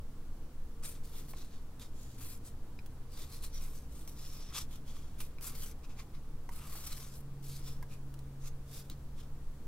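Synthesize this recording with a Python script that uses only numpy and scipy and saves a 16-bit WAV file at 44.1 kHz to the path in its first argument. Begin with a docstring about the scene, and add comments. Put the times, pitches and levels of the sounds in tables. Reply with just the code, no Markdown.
"""A room rumbles, hums and hisses throughout, made from shaped noise and wavering sine tones.
From about 0.8 s a hand in a thin plastic glove slides a silicon wafer off its tray and turns it:
each rub is a dense run of tiny slips that sound in the glove film, the wafer and the tray.
From 1.3 s single creases and taps snap in between, each a short ring with a crack of noise.
A low drone swells to its loudest near 8 s and sinks again as the last rubs pass."""
import sys
import numpy as np
from scipy import signal
from scipy.fft import rfft, irfft, next_fast_len
from scipy.io import wavfile
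from scipy.ndimage import uniform_filter1d

SR = 44100
rng = np.random.default_rng(int(sys.argv[2]) if len(sys.argv) > 2 else 0)


def to_wav(s):
    """Save 16-bit WAV."""
    ch = np.atleast_2d(s).T  # columns
    pcm = np.round(np.clip(ch, -1, 1) * 32767)  # PCM
    wavfile.write(sys.argv[1], SR, pcm.astype(np.int16))


N = 426447  # length in samples, about 9.7 s


def gain_of(db):
    """Turns decibels into a plain multiplier."""
    return 10 ** (np.asarray(db) / 20)


def evened(x):
    """Scales a signal to an average (rms) level of one."""
    return x / np.sqrt(np.mean(x ** 2) + 1e-20)


def read(points, hz):
    """Reads a curve of (pitch, value) points, spacing pitch as the ear does."""
    f, value = np.transpose(points)
    return np.interp(np.log(hz + 1), np.log(f + 1), value)


def follow(rows):
    """Joins curve rows into one value a sample, for each column after the time."""
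    s, *columns = np.transpose(rows)
    return [np.interp(np.arange(N) / SR, s, column) for column in columns]


def resonate(x, hz, width):
    """Shifts hz down to zero, smooths, and shifts back: a resonance of gain 1."""
    turn = np.exp(2j * np.pi * np.cumsum(hz * np.ones(len(x))) / SR)
    r = np.exp(-np.pi * width / SR)
    return 2 * (turn * signal.lfilter([1 - r], [1, -r], x / turn)).real


def add(mix, s, sound):
    """Mixes a sound in at s seconds, cut off at the end of the scene."""
    part = mix[:, round(s * SR):][:, :sound.shape[1]]
    part += sound[:, :part.shape[1]]


RUMBLE_DB = -41.5  # overall level
# how the rumble's strength is spread over pitch: pitch_hz, relative level_db (per Hz)
RUMBLE_SHAPE = [(5, 14), (18, 18.5), (27, 4), (40, -28), (60, -53)]


def rumble():
    """The building's lowest shaking: shaped noise, the same at both microphones."""
    size = next_fast_len(N)
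    hz = np.fft.rfftfreq(size, 1 / SR)
    shaped = rfft(rng.standard_normal(size)) * gain_of(read(RUMBLE_SHAPE, hz))
    return gain_of(RUMBLE_DB) * evened(irfft(shaped, size)[:N])


AIR_DB = -52.5  # overall level
# how room noise and hiss are spread over pitch: pitch_hz, relative level_db (per Hz)
AIR_SHAPE = [(40, -11), (60, -2.5), (105, -13), (135, -11.5), (190, -17), (260, -15.5), (390, -24.5),
             (460, -23.5), (640, -29.5), (1150, -31), (2200, -40.5), (16000, -45.5)]
# how alike left and right are: pitch_hz, likeness (0 unrelated, 1 the same)
LIKENESS = [(130, 0.99), (400, 0.93), (1000, 0.74), (3000, 0), (7000, 0)]


def air(patchy_db=0.5):
    """Room noise over the hiss of the microphones: alike in the bass, unrelated in the treble."""
    frames, hz = N // 512 + 5, np.fft.rfftfreq(2048, 1 / SR)
    a, b, c, d, patches = rng.standard_normal((frames, len(hz), 5)).T
    # the level varies slightly in patches about 340 Hz wide and 0.09 s long
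    patches = evened(uniform_filter1d(uniform_filter1d(patches, 16, 0), 8, 1))
    same = np.clip(read(LIKENESS, hz), -1, 1)[:, None]
    left = a + 1j * b
    right = same * left + np.sqrt(1 - same ** 2) * (c + 1j * d)
    spectrum = np.array([left, right])
    spectrum *= gain_of(read(AIR_SHAPE, hz)[:, None] + patchy_db * patches)
    noise = signal.istft(spectrum, nperseg=2048, noverlap=1536)[1][:, :N]
    return gain_of(AIR_DB) * evened(noise)


# wavering mains hum and a higher tone: pitch_hz, width_hz, level_db
HUMS = [(59.25, 6.1, -57), (460.6, 4, -73.5)]
# path of the drone, before its level wavers: time_s, pitch_hz, level_db
DRONE = [(0, 134.7, -62.5), (1.4, 143, -61.5), (2.3, 114.6, -59.5), (3.9, 140.7, -61), (6.6, 138, -59.5),
         (7.3, 138.1, -52), (8.1, 136.1, -49), (8.9, 137.1, -53.5), (9.67, 140.3, -58.5)]


def hum(steady=1.4, waver_db=1.84):
    """A gliding drone, plus tones that waver because each sine has narrow noise around it."""
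    t = np.arange(N) / SR
    drone_hz, drone_db = follow(DRONE)
    waver = evened(uniform_filter1d(rng.standard_normal(N), 5000))
    drone = np.sqrt(2) * np.sin(2 * np.pi * np.cumsum(drone_hz) / SR)
    out = gain_of(drone_db + waver_db * waver) * drone
    for hz, width, db in HUMS:
        fuzz = evened(resonate(resonate(rng.standard_normal(N), hz, width), hz, width))
        out += gain_of(db) * evened(fuzz + steady * np.sin(2 * np.pi * hz * t))
    return out


def bench(x, t60=0.053, wet_db=-4.5, lead_s=4.5e-5, scatter_s=2.5e-5, left_db=0.7):
    """Left hears the hand louder and usually first; lead and echoes are drawn for each sound."""
    t = np.arange(4096) / SR
    taps = rng.standard_normal((2, len(t))) * gain_of(-60 * t / t60) * (t > .001)
    taps *= gain_of(wet_db) / np.linalg.norm(taps, axis=1, keepdims=True)
    lead = (lead_s + scatter_s * rng.standard_normal()) * SR
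    # direct sound: a smooth click can sit between two samples; 16 samples of room are cut below
    taps[:, :32] += np.sinc(np.arange(32) - 16 - np.array([[0], [lead]]))
    sides = gain_of([[left_db / 2], [-left_db / 2]])
    return signal.fftconvolve(x[None], taps, axes=1)[:, 16:] * sides


# creases and taps, before the echoes:
# start_s, ring level_db, ring pitch_hz, lowest partial's 60 dB fade_s (before rattle), crack level_db
SNAPS = [(1.3364, -47, 1060, 0.03, -66), (1.796, -56, 3600, .03, -49), (2.79, -44.5, 2420, 0.021, -64),
         (2.861, -61, 3350, 0.025, -49), (3.436, -45, 1110, 0.012, -55), (3.544, -47, 5700, 0.068, -63),
         (4.076, -50, 5770, 0.039, -45), (4.966, -43.5, 1150, 0.017, -52), (5.204, -42, 1240, 0.02, -37.5),
         (5.385, -47, 2480, 0.011, -58), (5.41, -48, 245, 0.06, -50), (6.491, -42, 950, 0.05, -48.5),
         (6.704, -54, 1160, .04, -60), (6.752, -48, 820, 0.073, -62), (7.826, -47.5, 993, 0.09, -51),
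         (8.141, -66, 7010, 0.014, -49.5), (8.191, -75, 2500, 0.013, -49), (8.899, -44, 3940, 0.014, -40.5)]


def snaps(partials=((1, 0), (1.63, -9.), (2.08, -6.)), crack_t60=0.03, rattle_hz=706.0,
          rattle_s=0.00203):
    """A short, rattling ring of partials (ratio, dB), with a crack that dies at least as fast
    as the lowest of them."""
    out, t = np.zeros((2, N)), np.arange(3000) / SR
    noise = signal.lfilter([1, -.3], 1, rng.standard_normal((len(SNAPS), len(t))))
    for (s, ring_db, hz, t60, crack_db), hiss in zip(SNAPS, noise):
        ring = sum(gain_of(db - 60 * ratio * t / t60) * np.sin(2 * np.pi * ratio * hz * t)
                   for ratio, db in partials)
        rough = rattle_hz / (rattle_hz + hz)  # low knocks rattle, high ticks ring clear
        rattle = evened(uniform_filter1d(hiss[::-1], round(rattle_s * SR)))
        ring = ring * (1 - rough + rough * rattle)
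        crack = gain_of(crack_db - 60 * t / min(t60, crack_t60)) * hiss
        add(out, s, bench(gain_of(ring_db) * ring + crack))
    return out


def slips(per_s, spread_db, clump_db):
    """Stick-slip clicks of random sign and size that come in clumps of some milliseconds."""
    size = gain_of(spread_db * np.minimum(rng.exponential(1, N), 5)) * rng.choice([-1, 1], N)
    clumps = evened(uniform_filter1d(rng.standard_normal(N), 500))
    happens = rng.random(N) < per_s / SR
    return evened(size * happens * gain_of(clump_db * clumps))


def body(hz, modes):
    """Power response of a rubbed thing: steep resonances, scaled to a mean of one."""
    power = sum(gain_of(2 * db) / (1 + (2 * (hz - f) / w) ** 2) ** 2 for f, w, db in modes)
    return power / power.mean()


MID_GRIP_HZ = 3680  # middling pitch of the gripped wafer
# the tray follows the wafer's level, more so when the grip is low
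TRAY_DB, TRAY_DB_PER_OCTAVE = -12, -8
LINGER = 0.98  # shape of the fall: 1 even in dB, 2 bell-like
# short brushes of a finger, before the bodies and echoes:
# peak_s, rise_s, fall_s, glove film level_db, wafer level_db, gripped wafer pitch_hz
BRUSHES = [(.955, 0.012, 0.015, -77, -67, 3750), (1.04, 0.007, 0.31, -63, -69.5, 4500),
           (1.191, 0.062, 0.032, -56.5, -61.5, 3600), (1.309, 0.03, 0.013, -56, -64, 8700),
           (1.395, 0.036, 0.05, -61.5, -60, 3870), (1.544, 0.025, 0.035, -85, -64, 3670),
           (1.823, 0.018, 0.025, -56, -53.5, 3680), (2.022, 0.073, 0.17, -66, -64, 7150),
           (2.473, 0.032, .026, -56.5, -65.5, 8050), (3.139, 0.032, 0.077, -65, -64, 4680),
           (3.226, 0.057, 0.027, -57, -57.5, 3730), (3.349, 0.059, 0.059, -59, -59.5, 4360),
           (3.451, .028, 0.021, -50.5, -56.5, 4140), (3.561, 0.036, 0.054, -61.5, -55.5, 5740),
           (3.64, 0.04, 0.092, -56.5, -64.5, 2390), (3.76, 0.027, 0.063, -66, -70, 6000),
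           (3.987, 0.078, 0.081, -62, -63.5, 8400), (4.081, 0.005, 0.063, -59, -67, 5700),
           (4.565, 0.029, 0.035, -59, -48.5, 3400), (4.583, .03, 0.025, -45.5, -46, 5500),
           (4.751, 0.05, 0.023, -63.5, -61, 3340), (4.891, 0.032, 0.16, -62.5, -62, 3420),
           (5.212, 0.021, 0.036, -52, -58, 2650), (5.846, 0.013, 0.013, -72, -60.5, 2650),
           (5.909, 0.017, 0.027, -78, -63.5, 2580), (6.001, 0.024, 0.019, -65, -55.5, 2250),
           (6.15, 0.019, 0.03, -80, -68, 2000), (6.872, 0.01, 0.007, -49, -56.5, 4520),
           (6.925, 0.005, 0.0096, -68, -56, 4270), (7.687, 0.055, 0.048, -57, -55.5, 5240),
           (7.939, 0.037, 0.021, -66, -62, 2560), (8.48, 0.057, .016, -64, -59, 6430),
           (8.781, 0.081, 0.042, -55, -58.5, 4970), (8.92, 0.015, 0.013, -68, -58, 4200),
           (9.204, 0.034, 0.036, -70, -63.5, 3360)]


def brush(s, rise, fall, film_db, wafer_db, grip_hz):
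    """A quick swell and a fade, 10 dB down a rise or fall away, shared by film, wafer and tray."""
    t = np.arange(-2 * rise, 3 * fall, 1 / SR)
    swell_db = -10 * np.where(t < 0, (t / rise) ** 2, abs(t / fall) ** LINGER)
    tray_db = wafer_db + TRAY_DB + TRAY_DB_PER_OCTAVE * np.log2(grip_hz / MID_GRIP_HZ)
    levels = gain_of(swell_db + np.array([[film_db], [wafer_db], [tray_db]]))
    return [(s + t[0], levels, grip_hz)]


TOUCH_S = 0.002  # a slide fades in and out over this time
SHIFT_S = .06  # a sliding hand finds new spots this often
# long slides of the hand, before the bodies and echoes: middle pitch_hz of the gripped wafer,
# its wander_octaves from spot to spot, then a path of
# (time_s, glove film level_db, wafer level_db, tray level_db)
SLIDES = [(8200, 0.11, [(0.825, -66, -68, -68), (0.835, -55, -56, -67), (0.891, -51, -61, -77),
          (1.03, -84, -87, -84)]), (3600, 0.39, [(2.178, -60.5, -75, -71), (2.304, -53.5, -61.5, -75),
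          (2.38, -63, -86, -87)]), (5360, .03, [(4.15, -72, -80, -77), (4.196, -62.5, -62, -91),
          (4.378, -63.5, -63, -73), (4.5, -72, -61, -73), (4.53, -75, -77, -66)]),
          (4350, 0.32, [(5.41, -67, -72, -67), (5.424, -52.5, -67, -70), (5.48, -45.5, -60, -65.5),
          (5.538, -63, -70, -69), (5.566, -56.5, -62, -75), (5.638, -51.5, -63, -69),
          (5.69, -56.5, -69, -72), (5.73, -70, -72, -73)]), (4480, 0.31, [(6.51, -67, -74, -69),
          (6.56, -58.5, -68, -70), (6.622, -63.5, -68, -66.5), (6.76, -54.5, -63, -67),
          (7.05, -58, -62, -72), (7.11, -68, -70, -79), (7.142, -60.5, -64, -91), (7.216, -65, -85, -94)]),
          (4830, 0.12, [(7.425, -61, -68, -95), (7.564, -59, -60.5, -80), (7.62, -72, -72, -77)])]


def slide(grip_hz, wander, rows):
    """Film, wafer and tray follow their own levels; the contact cross-fades from spot to spot."""
    s, *levels_db = np.transpose(rows)
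    t, hop = np.arange(s[0], s[-1], 1 / SR), round(SHIFT_S * SR)
    touch = np.clip(np.minimum(t - s[0], s[-1] - t) / TOUCH_S, 0, 1)
    levels = touch * gain_of([np.interp(t, s, db) for db in levels_db])
    levels = np.pad(levels, ((0, 0), (hop, 2 * hop)))
    fade = np.sin(np.pi * np.arange(2 * hop) / (2 * hop))
    spots = []
    for k in range(0, len(t) + hop, hop):
        spot_hz = grip_hz * 2 ** (wander * rng.standard_normal())
        spots.append((s[0] + (k - hop) / SR, levels[:, k:k + 2 * hop] * fade, spot_hz))
    return spots


SPOTS = 3  # places of the hand that slip at once
# broad fizz of the glove: pitch_hz, width_hz, relative level_db
FILM = [(8840, 4800, -1.5), (12060, 7400, 1.5)]
# the wafer's free modes, before the hand damps them: pitch_hz, width_hz, relative level_db
WAFER = [(3630, 830, 0.5), (5290, 5300, 1.5)]
# resonances of the tray: pitch_hz, width_hz, relative level_db
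TRAY = [(1174, 450, 9.5), (2300, 890, 0.5)]


def rubbing(grip_width_hz=570.0, grip_db=7.5, damp_db_per_octave=0.5, sing_db_per_octave=2.5,
            folds_db=2.0, fold_hz=509.0):
    """The slips of each stroke sound at several spots of the hand, through film, wafer and tray."""
    drives = [slips(per_s=4000, spread_db=3.0, clump_db=2.5) for _ in range(SPOTS)]
    out = np.zeros((2, N))
    strokes = sum([brush(*row) for row in BRUSHES] + [slide(*row) for row in SLIDES], [])
    for start, levels, grip_hz in strokes:
        size = next_fast_len(levels.shape[1])
        hz = np.fft.rfftfreq(size, 1 / SR)
        # the grip damps modes far from its own pitch
        wafer = [(f, w, db - damp_db_per_octave * abs(np.log2(grip_hz / f))) for f, w, db in WAFER]
        # a tight, high grip sings more
        sing_db = grip_db + sing_db_per_octave * np.log2(grip_hz / MID_GRIP_HZ)
        wafer = wafer + [(grip_hz, grip_width_hz, sing_db)]
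        bodies = np.sqrt([body(hz, modes) / SPOTS for modes in (FILM, wafer, TRAY)])
        for drive in drives:
            # creases colour each spot
            folds_curve = np.interp(hz / fold_hz, np.arange(99), rng.standard_normal(99))
            folds = gain_of(folds_db * folds_curve)
            rub = drive[round(start * SR):][:levels.shape[1]] * levels
            sounding = (rfft(rub, size) * bodies).sum(0) * folds
            add(out, start, bench(irfft(sounding, size)))
    return out


def scene():
    """The room's background, then the snaps and the rubbing hand, added together."""
    return rumble() + air() + hum() + snaps() + rubbing()


EDGE_HZ = 15830  # highest pitch that the camera passes


def record(dry):
    """The band limit of the camera: a steep filter takes away the highest treble."""
    lowpass = signal.firwin(1023, EDGE_HZ, window=("kaiser", 9), fs=SR)
    return signal.oaconvolve(dry, lowpass[None], "same")


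dry = scene()
out = record(dry)
to_wav(out)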